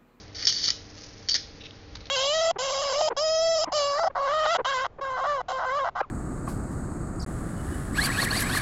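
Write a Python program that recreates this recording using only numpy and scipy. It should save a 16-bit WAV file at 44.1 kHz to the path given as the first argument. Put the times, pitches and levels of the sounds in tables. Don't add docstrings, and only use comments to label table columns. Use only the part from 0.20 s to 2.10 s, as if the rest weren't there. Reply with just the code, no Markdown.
import sys
import numpy as np
from scipy import signal
from scipy.fft import rfft, irfft
from scipy.io import wavfile
from scipy.ndimage import uniform_filter1d

SR = 44100
rng = np.random.default_rng(int(sys.argv[2]) if len(sys.argv) > 2 else 0)


def persist_wave(psi):
    counts = np.round(np.clip(psi, -1, 1) * 32767).astype(np.int16)
    wavfile.write(sys.argv[1], SR, np.atleast_2d(counts).T)


N = 83790
T = np.arange(N) / SR


def undb(db):
    return 10 ** (np.asarray(db) / 20)


def unit(x):
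    return x / np.sqrt(np.mean(x ** 2))


def curve(rows):
    time_s, db = np.array(rows).T
    return undb(np.interp(T, time_s, db, left=-200, right=-200))


def snaps(rows):
    return sum(undb(db) * (T >= start_s) * np.exp(-np.maximum(T - start_s, 0) / decay_s)
               for start_s, db, decay_s in rows)


def swells(rows, attack_s, release_s):
    return sum(undb(db) * np.clip((T - start_s) / attack_s, 0, 1)
               * np.exp(-np.maximum(T - start_s - length_s, 0) / release_s)
               for start_s, length_s, db in rows)


def colour(x, spectrum, size=2048):
    hz, db = np.array(spectrum).T
    bins_hz = np.fft.rfftfreq(size, 1 / SR)
    gain = undb(np.interp(np.log(bins_hz + 1), np.log(hz), db))
    cepstrum = irfft(np.log(gain))
    cepstrum[1:size // 2] *= 2
    cepstrum[size // 2 + 1:] = 0
    response = irfft(np.exp(rfft(cepstrum)))
    return signal.fftconvolve(x, response / np.linalg.norm(response))[:N]


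def drift(rate_hz):
    width = max(int(SR / rate_hz), 1)
    return unit(uniform_filter1d(uniform_filter1d(rng.standard_normal(N), width), width))


def flicker(depth_db, rate_hz):
    return undb(depth_db * drift(rate_hz))


def click_train(per_s, scatter_db, count=12000):
    gap_draw, size_draw = rng.random((count, 2)).T
    gaps_s = (.5 - np.log(1 - gap_draw)) / (1.5 * per_s)
    at = (np.cumsum(gaps_s) * SR).astype(int)
    sizes = undb(scatter_db * np.sqrt(12) * (size_draw - .5))
    clicks = np.bincount(at[at < N], sizes[at < N], N)
    return unit(clicks - clicks.mean())


def rough_tone(hz, flicker_db, flicker_hz):
    return unit(np.sin(2 * np.pi * np.cumsum(hz) / SR) * flicker(flicker_db, flicker_hz))


# (time [s], sizzle level [dB], crackle re sizzle [dB])
ARC_STRIKES = [
    [(.145, -56, -10.5), (.148, -37, -9), (.2, -34.5, -7), (.235, -33, -5), (.242, -36.5, -6.5),
     (.269, -37.5, -18.5), (.274, -17, -15), (.298, -19, -15.5), (.312, -31, -22.5), (.37, -29.5, -13),
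     (.414, -30, -15), (.455, -23, -16), (.466, -27.5, -19), (.478, -23, -13), (.487, -17, -8.5),
     (.496, -32, -4.5), (.51, -34, -0.5), (.517, -61.5, -19)],
    [(1.084, -56, -21), (1.088, -22, -10), (1.094, -22, -19), (1.099, -30, -29), (1.113, -30.5, -18),
     (1.122, -36, -12), (1.139, -34.5, -25), (1.147, -22, -7), (1.163, -19.5, -8), (1.169, -28, -14),
     (1.173, -60, -13)],
]
# (frequency [Hz], gain [dB])
SIZZLE_SPECTRUM = [(1500, -51), (2400, -31.5), (2680, -35.5), (2950, -13), (3400, -7), (4100, -3),
                   (4570, -1), (4950, -2), (5400, -1), (5750, -7.5), (6100, -7.5), (6550, -12.5),
                   (6900, -17), (7300, -33.5)]
CRACKLE_SPECTRUM = [(100, -24.5), (350, -7), (850, -15), (1100, -13), (1300, -6), (1600, -4.5), (1850, 2),
                    (2100, -2), (2450, -3.5), (2660, -12.5), (3000, -7.5), (4000, -25)]
def arc():
    clicks = unit(click_train(per_s=2000, scatter_db=2) * flicker(depth_db=2, rate_hz=360))
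    sizzle_gain = sum(curve([(s, db) for s, db, _ in strike]) for strike in ARC_STRIKES)
    crackle_gain = sum(curve([(s, db + rel_db) for s, db, rel_db in strike]) for strike in ARC_STRIKES)
    sizzle = colour(clicks * sizzle_gain, SIZZLE_SPECTRUM)
    crackle = colour(clicks * crackle_gain, CRACKLE_SPECTRUM)
    return sizzle + crackle


# (time [s], level [dB], decay [s])
SPARK_SNAPS = [(.2525, -15.5, 0.0024), (.2665, -22, 0.0017), (.2703, -8, .002), (.2928, -18, .002),
               (.3245, -17.5, 0.0026), (.4575, -19.5, 0.0043), (.4723, -23, .001), (.4848, -29, 0.0018),
               (.5033, -11.5, 0.0024), (1.0868, -13.5, 0.001), (1.0925, -16.5, 0.0025),
               (1.0958, -16.5, .001), (1.1425, -9.5, 0.001), (1.1542, -18, .0015), (1.161, -16, 0.0011)]
def sparks(crackle_db=-13.5):
    clicks = click_train(per_s=3000, scatter_db=0.5) * snaps(SPARK_SNAPS)
    return colour(clicks, SIZZLE_SPECTRUM) + undb(crackle_db) * colour(clicks, CRACKLE_SPECTRUM)


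# (time [s], length [s], level [dB])
RING_BURSTS = [(.365, 0.0118, -27), (.48, 0.00145, -14.5), (.5037, 0.0012, -18), (1.076, 0.0049, -45),
               (1.108, 0.003, -24), (1.117, 0.0082, -25.5), (1.131, 0.0069, -29)]
def resonance(pitch_hz=4591, wander=0.015):
    hz = pitch_hz * (1 + wander * drift(rate_hz=700))
    tone = rough_tone(hz, flicker_db=1.8, flicker_hz=600)
    return tone * swells(RING_BURSTS, attack_s=0.00026, release_s=0.001)


# (time [s], level [dB], decay [s])
ZIP_RINGS = [(0.273, -28.5, 0.02), (1.089, -26, 0.0069)]
def zips(start_hz=3350, end_hz=2940, fall_s=.018, wander=.045, length_s=.003):
    out = 0
    for start_s, db, decay_s in ZIP_RINGS:
        age_s = np.maximum(T - start_s, 0)
        glide_hz = end_hz + (start_hz - end_hz) * np.exp(-age_s / fall_s)
        hz = glide_hz * (1 + wander * drift(rate_hz=600))
        tone = rough_tone(hz, flicker_db=3, flicker_hz=520)
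        out += tone * swells([(start_s, length_s, db)], attack_s=0.0026, release_s=decay_s)
    return out


# (frequency [Hz], gain [dB])
DIRECT_RESPONSE = [(2400, 0), (2670, -9), (2900, 0.5), (4200, -5.5), (4570, 5), (4900, -2.5), (5400, 1),
                   (6000, 1)]
def direct_path(x, gain_db=-2):
    return undb(gain_db) * colour(x, DIRECT_RESPONSE)


# (time [s], level [dB])
CORONA_LEVELS = [(0, -52), (.14, -67), (.55, -54), (.74, -56), (.8, -49), (.88, -50), (.93, -56.5),
                 (1.0, -53), (1.07, -56.5), (1.35, -59), (1.5, -63), (1.6, -67), (1.9, -70)]
# (frequency [Hz], gain [dB])
CORONA_SPECTRUM = [(600, -21.5), (1700, -6), (2700, -10), (4000, -6), (4600, 1), (5600, 1.5), (6500, -2.5),
                   (7200, -16.5)]
def corona():
    clicks = click_train(per_s=2100, scatter_db=7) * curve(CORONA_LEVELS)
    return colour(clicks * flicker(depth_db=2.2, rate_hz=90), CORONA_SPECTRUM)


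# (time [s], length [s], level [dB])
HAND_RUSTLES = [(1.405, 0.016, -46.5), (1.436, 0.022, -47), (1.456, 0.012, -44), (1.507, 0.0033, -42)]
# (time [s], level [dB], decay [s])
LIGHT_TICKS = [(1.753, -33, 0.0032), (1.7555, -32, 0.0023), (1.7685, -32.5, 0.0021), (1.806, -42, 0.0074),
               (1.856, -41.5, 0.0071), (1.869, -41, .003)]
# (frequency [Hz], gain [dB])
RUSTLE_SPECTRUM = [(1000, -31), (2100, -12), (2700, -2), (3000, -6.5), (3800, 2), (4400, -13.5),
                   (5700, -11.5), (7000, -32)]
TICK_SPECTRUM = [(300, -31), (900, -7), (1400, -7.5), (2400, -3.5), (3300, -2.5), (4300, 4.5), (5200, -4),
                 (5800, -4.5), (7000, -18.5)]
def handling():
    rustle_gain = swells(HAND_RUSTLES, attack_s=0.00118, release_s=0.0019)
    rustles = click_train(per_s=1000, scatter_db=4) * rustle_gain
    ticks = click_train(per_s=3500, scatter_db=6) * snaps(LIGHT_TICKS)
    return colour(rustles, RUSTLE_SPECTRUM) + colour(ticks, TICK_SPECTRUM)


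def room(x, t60_s=0.36, delay_s=0.0024, gain_db=-12.5):
    onset = np.clip(T / delay_s - 1, 0, 1)
    tail = rng.standard_normal(N) * undb(-60 * T / t60_s) * onset
    return undb(gain_db) * signal.fftconvolve(x, tail / np.linalg.norm(tail))[:N]


# (frequency [Hz], level [dB])
HUM_TONES = [(100, -56.5), (150, -63.5), (200, -64.5), (300, -58.5), (400, -69), (442, -63.5), (463, -63.5),
             (802, -68)]
# (time [s], level [dB])
RUMBLE_LEVELS = [(0, -58), (1.65, -58.5), (1.77, -44.5), (1.9, -58)]
# (frequency [Hz], gain [dB])
NOISE_SPECTRUM = [(12, -21), (22, -4), (36, -4.5), (60, -6.5), (96, -3), (160, -10.5), (290, -10.5),
                  (370, -14.5), (540, -12.5), (680, -17.5), (850, -21), (1460, -22), (2060, -21),
                  (2900, -25.5), (4500, -23), (5500, -28), (6700, -37), (7300, -52)]
RUMBLE_SPECTRUM = [(20, -8), (60, 7), (100, -5), (200, -41)]
def background(noise_db=-49, wander_rad=0.37):
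    noise = undb(noise_db) * colour(rng.standard_normal(N), NOISE_SPECTRUM, size=8192)
    hum = 0
    for hz, db in HUM_TONES:
        phase_rad = 2 * np.pi * (hz * T + rng.random()) + wander_rad * drift(rate_hz=6)
        hum += undb(db) * unit(np.sin(phase_rad))
    rumble = colour(rng.standard_normal(N), RUMBLE_SPECTRUM + [(1000, -72.5)], size=8192)
    return noise + hum + curve(RUMBLE_LEVELS) * rumble


def scene():
    strikes = arc() + sparks()
    faint = corona() + handling()
    direct = direct_path(strikes) + resonance() + zips() + faint
    return (direct + room(strikes + faint) + background())[None]


def record(dry):
    lowpass = signal.ellip(N=10, rp=.2, rs=70, Wn=7050, fs=SR, output="sos")
    return signal.sosfilt(lowpass, dry)


dry = scene()
out = record(dry)
persist_wave(out)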